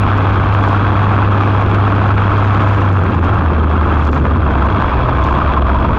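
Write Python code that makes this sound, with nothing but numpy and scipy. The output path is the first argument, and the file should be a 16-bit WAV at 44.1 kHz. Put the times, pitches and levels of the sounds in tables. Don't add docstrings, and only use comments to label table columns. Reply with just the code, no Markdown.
import sys
import numpy as np
from scipy import signal
from scipy.fft import rfft, irfft
from scipy.io import wavfile
from scipy.ndimage import uniform_filter1d

SR = 44100
rng = np.random.default_rng(int(sys.argv[2]) if len(sys.argv) > 2 else 0)


def store_pcm(level_fs):
    pcm = np.round(np.clip(level_fs, -1, 1) * 32767).astype(np.int16)
    wavfile.write(sys.argv[1], SR, np.atleast_2d(pcm).T)


N = 263718
T = np.arange(N) / SR
GEAR_RATIO = 4.7
FLAT_OUT_HZ = 101

# frequency_hz, level_db
HISS = [(2000, -19.5), (4500, 2.5), (7000, -1), (8800, -15), (11000, -18.5), (13000, -15), (16000, -22)]
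# centre_s, pitch_hz, half_width_s, level_db
SHUDDERS = [(3.124, 114, 0.063, -14), (3.328, 103.5, 0.054, -8.5), (4.373, 89.6, 0.067, -11.5),
            (4.747, 96.4, 0.046, -11), (5.067, 123.6, 0.16, -16.5), (5.353, 128.9, 0.032, -15.5),
            (5.81, 109.7, 0.2, -19)]


def undb(db):
    return 10 ** (np.asarray(db) / 20)


def unit(x):
    return x / np.sqrt(np.mean(x ** 2))


def curves(table):
    times, *columns = np.transpose(table)
    return [np.interp(T, times, column) for column in columns]


def swell(centre_s, half_width_s):
    return np.exp(-((T - centre_s) / half_width_s) ** 2)


def walk(rate_hz):
    hold = max(int(SR / rate_hz), 1)
    steps = rng.standard_normal(N)[np.arange(N) // hold]
    return unit(uniform_filter1d(uniform_filter1d(steps, hold), hold))


def causal(x, gain_at, size=16384):
    hz = np.maximum(np.arange(size // 2 + 1) * SR / size, 1)
    cepstrum = irfft(np.log(gain_at(hz) + 1e-9))
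    cepstrum[1:size // 2] *= 2
    cepstrum[size // 2 + 1:] = 0
    return signal.fftconvolve(x, irfft(np.exp(rfft(cepstrum))))[:len(x)]


def colour(x, points):
    hz, db = np.transpose(points)
    return causal(x, lambda f: undb(np.interp(np.log(f), np.log(hz), db)))


def rough_noise(spectrum, flicker_db, rate_hz):
    return unit(colour(rng.standard_normal(N) * undb(flicker_db * walk(rate_hz)), spectrum))


def ring(x, modes, muffle_hz):
    def gain_at(f):
        power = sum(undb(2 * db) / (1 + ((f / hz - hz / f) * hz / width) ** 2) ** 2
                    for hz, width, db in modes)
        return np.sqrt(power / (1 + (f / muffle_hz) ** 8))
    return unit(causal(x, gain_at))


def knocks(phase, scatter_db):
    at = np.flatnonzero(np.diff(np.floor(np.maximum.accumulate(phase))) > 0)
    clicks = np.zeros(N)
    clicks[at] = undb(scatter_db * rng.standard_normal(N)[:len(at)])
    return unit(clicks)


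def sizzle(clicks, decay_s):
    return signal.lfilter([1], [1, -np.exp(-1 / (decay_s * SR))], clicks) * rng.standard_normal(N)


def driven(crank_hz, flat_out_db, shut, slow, bend):
    # time_s, throttle (0-1), cornering (0-1)
    driver = [(0, 0.88, 0.26), (2.3, 0.87, 0.02), (2.72, 1, 0.03), (2.92, 0.06, 0), (4.3, 0.2, 0.3),
              (4.68, .9, 0.5), (5.05, 0.7, 1), (5.98, .8, 0.82)]
    throttle, cornering = curves(driver)
    octaves_down = np.log2(FLAT_OUT_HZ / crank_hz)
    return flat_out_db + shut * (1 - throttle) + slow * octaves_down + bend * cornering


def crank_shake(turns, crank_hz):
    level_db = driven(crank_hz, -12.5, shut=.05, slow=-2, bend=-4)
    uneven_db = driven(crank_hz, .58, shut=0, slow=1, bend=1)
    octave_db = driven(crank_hz, -18, shut=-2.5, slow=-4.5, bend=0)
    duck_db = -4.5 * sum(swell(s, half_width) for s, _, half_width, _ in SHUDDERS)
    angle = 2 * np.pi * turns + .089 * uneven_db * walk(25)
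    octave = undb(octave_db) * np.sin(2 * angle + .1 * walk(7.8))
    twelfth = undb(-20.5) * np.sin(3 * angle + .83 * walk(20))
    drone = np.sqrt(2) * (np.cos(angle) + octave + twelfth)
    return undb(level_db + duck_db + uneven_db * walk(36)) * drone


def valve_ticks(turns, crank_hz):
    # frequency_hz, level_db
    spectrum = [(1500, -12.5), (3400, -4), (7000, -2.5), (9000, -14.5), (11000, -22), (12600, -11.5),
                (14500, -7.5), (16000, -13)]
    ticks = np.tanh(knocks(turns / 2, scatter_db=7) / 60)
    level_db = driven(crank_hz, -67, shut=-1, slow=-15, bend=1)
    return undb(level_db) * unit(colour(sizzle(ticks, decay_s=.0008), spectrum))


def jolts():
    # landing_s, lull_db, clash_db
    hops = [(0.135, -4.5, 1.5), (1.749, -2.5, 13), (2.172, -9.5, 2), (2.842, 1.5, 3.5), (2.94, -4, 3.5),
            (3.222, -6.5, -5), (3.46, -4.5, 3), (4.128, -11, 2.5), (4.22, -4, 1.5), (5.094, -2, 3.5),
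            (5.578, -5.5, 6.5), (5.623, -13.5, 3.5), (5.657, -9, 0)]
    # centre_s, half_width_s, boost_db
    patches = [(2.606, 0.12, 1.5), (3.323, 0.05, 7), (3.932, .11, 4)]
    float_s, lull_s, clash_s = .018, .011, .008
    hop_db = sum(lull_db * swell(s - float_s, lull_s) + clash_db * swell(s, clash_s)
                 for s, lull_db, clash_db in hops)
    patch_db = sum(db * swell(s, half_width) for s, half_width, db in patches)
    grain_db = 1.5 * walk(rate_hz=64.8)
    return hop_db + patch_db + grain_db


def rattle(turns, bunch_db, jolt_db):
    crank = 2 * np.pi * turns
    blows = knocks(4 * turns + .3 * walk(330), scatter_db=2)
    chatter = unit(sizzle(blows, decay_s=.0011))
    tension = np.cos(crank / GEAR_RATIO + .077 * walk(4))
    stroke_db = (5 * tension - 2) * np.cos(crank) + 3 * np.sin(2 * crank)
    push = undb(stroke_db + bunch_db * walk(150) + jolt_db)
    force = push / np.sqrt(1 + (push / 1.4) ** 2)
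    grind = undb(-5) * rng.standard_normal(N)
    return force * (undb(-11.5) * blows + chatter + grind)


def casing(blows, crank_hz):
    # pitch_hz, width_hz, level_db
    modes = [(2394, 760, 2.5), (2540, 530, -2.5), (3262, 860, -4.5), (3570, 1260, -9.5),
             (4660, 2400, -21.5), (6460, 1500, -24)]
    level_db = driven(crank_hz, -35.5, shut=-4, slow=-2, bend=1.5)
    return undb(level_db) * ring(blows, modes, muffle_hz=5430)


def clinks(axle_turns, scatter_db, slack_turns):
    # pitch_hz, spread_hz, ring_s (to fall 60 dB), level_db
    parts = [(1067, 60, 0.025, 1), (1281, 47, 0.018, 9.5), (1478, 80, 0.033, -11), (2650, 70, .03, -13.5),
             (3234, 62, .03, -15)]
    age = np.arange(SR // 10) / SR
    attack = 1 - np.exp(-age / .004)
    out = np.zeros(N + len(age))
    for hz, spread_hz, ring_s, db in parts:
        envelope = attack * undb(-60 * age / ring_s)
        chance = rng.standard_normal((N // 1000, 3))
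        place = rng.random()
        for turn in range(int(axle_turns[-1])):
            seat, size, late = chance[turn]
            at = np.searchsorted(axle_turns, turn + place + slack_turns * late)
            tone = np.sin(2 * np.pi * (hz + spread_hz * seat) * age)
            out[at:at + len(age)] += undb(db + scatter_db * size) * envelope * tone
    return unit(out[:N])


def frame(blows, turns, crank_hz, jolt_db):
    # pitch_hz, width_hz, level_db
    modes = [(457, 430, -7), (664, 120, -3), (846, 330, -2), (1095, 366, 0), (1290, 345, -4.5),
             (1542, 364, -7)]
    clatter = ring(blows, modes, muffle_hz=2400)
    loose = undb(jolt_db - 8.5) * clinks(turns / GEAR_RATIO, scatter_db=1.35, slack_turns=.2)
    return undb(driven(crank_hz, -19, shut=-2.5, slow=0, bend=-.8)) * (clatter + loose)


def chain(blows, crank_hz, jolt_db):
    # pitch_hz, width_hz, level_db
    modes = [(2635, 250, -3.5), (3366, 180, 1)]
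    sprocket_db = driven(crank_hz, -53, shut=-4.5, slow=3, bend=5)
    hiss_db = driven(crank_hz, -60.5, shut=-3.5, slow=-4, bend=-2.5) + jolt_db
    hiss = rough_noise(HISS, flicker_db=3, rate_hz=120)
    return undb(sprocket_db) * ring(blows, modes, muffle_hz=6000) + undb(hiss_db) * hiss


def road(crank_hz):
    # frequency_hz, level_db
    spectrum = [(20, -39), (70, -7.5), (110, 4.5), (150, 1.5), (220, 0.5), (300, 0), (400, -5), (550, -8.5),
                (900, -32.5), (3000, -74)]
    level_db = driven(crank_hz, -19.5, shut=.5, slow=1, bend=-1.5)
    return undb(level_db) * rough_noise(spectrum, flicker_db=.52, rate_hz=60)


def sway(crank_hz):
    # frequency_hz, level_db
    spectrum = [(8, -15), (22, -1), (42, -2.5), (55, 0.5), (70, 9.5), (90, 0.5), (130, -6.5), (250, -37),
                (1000, -85)]
    level_db = driven(crank_hz, -22, shut=-1, slow=1.5, bend=5.5)
    return undb(level_db) * unit(colour(rng.standard_normal(N), spectrum))


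def grit():
    # start_s, level_db
    stones = [(0.177, -38), (0.54, -35.5), (0.6847, -40), (2.377, -36.5), (2.688, -36), (3.244, -40),
              (4.0493, -37), (4.071, -37), (4.126, -38), (4.145, -41), (5.239, -32)]
    # frequency_hz, level_db
    spectrum = [(300, -22), (1500, -4.5), (3400, 6.5), (5000, 0.5), (7000, -4.5), (9000, -21),
                (11000, -34.5), (12700, -11.5), (14500, -16), (16000, -22.5)]
    # centre_s, half_width_s, level_db
    sprays = [(.68, 0.1, -56), (2.651, 0.49, -57), (4.12, .1, -57.5), (5.31, .08, -59)]
    decay_s = .0064
    hits = sum(undb(db) * (T >= s) * np.exp(-np.maximum(T - s, 0) / decay_s) for s, db in stones)
    patter = rough_noise(HISS, flicker_db=5, rate_hz=400)
    patter *= sum(undb(db) * swell(s, half_width) for s, half_width, db in sprays)
    return undb(1) * colour(hits * rng.standard_normal(N), spectrum) + patter


def shudders():
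    phases = rng.uniform(0, 2 * np.pi, len(SHUDDERS))
    return sum(undb(db) * swell(s, half_width) * np.sin(2 * np.pi * hz * T + phase)
               for (s, hz, half_width, db), phase in zip(SHUDDERS, phases))


def tyre_scrub(jolt_db):
    # time_s, pitch_hz, level_db
    slide = [(4.36, 1037, -60), (4.47, 1019, -28), (4.65, 1022, -25.5), (4.95, 1029, -26.5),
             (5.45, 1090, -22.5), (5.98, 1023, -24.5)]
    hz, db = curves(slide)
    angle = 2 * np.pi * np.cumsum(hz * (1 + .085 * walk(420))) / SR
    squeal = unit(np.sin(angle) * undb(3.5 * walk(130)))
    groan = ring(rng.standard_normal(N), [(645, 110, 0)], muffle_hz=1500)
    return undb(db + jolt_db) * (squeal + undb(-5) * groan)


def scene():
    # time_s, crank_hz (turns per second)
    engine_speed = [(0.0, 98.7), (1.01, 100.7), (2.75, 100.6), (2.95, 95.75), (3.2, 85.42), (3.48, 79.4),
                    (3.7, 77.2), (3.85, 78.5), (4.61, 67.1), (4.86, 65.87), (5.33, 64.94), (5.53, 68.82),
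                    (5.75, 63.5), (5.9, 62.1), (5.98, 58)]
    crank_hz, = curves(engine_speed)
    turns = np.cumsum(crank_hz) / SR
    jolt_db = jolts()
    bunch_db = driven(crank_hz, 1.1, shut=.28, slow=.68, bend=.92)
    blows = rattle(turns, bunch_db, jolt_db)
    metal = casing(blows + .6 * rattle(turns, bunch_db, jolt_db), crank_hz)
    metal += frame(blows, turns, crank_hz, jolt_db) + chain(blows, crank_hz, jolt_db)
    engine = crank_shake(turns, crank_hz) + valve_ticks(turns, crank_hz)
    chassis = road(crank_hz) + sway(crank_hz) + shudders()
    return (engine + metal + chassis + tyre_scrub(jolt_db) + grit())[None]


def limit(x, ceiling_db, window_s):
    window = max(int(window_s * SR), 1)
    power = uniform_filter1d(uniform_filter1d(x ** 2, window), window)
    level = np.sqrt(np.abs(power))
    return x / (1 + (level / undb(ceiling_db)) ** 4) ** (1 / 4)


def record(dry):
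    held = limit(dry * undb(2.5), ceiling_db=-9.5, window_s=.013)
    rounded = held / (1 + (held / .9) ** 6) ** (1 / 6)
    top_hz = 15800
    return signal.sosfilt(signal.ellip(8, .2, 70, top_hz, fs=SR, output="sos"), rounded)


dry = scene()
out = record(dry)
store_pcm(out)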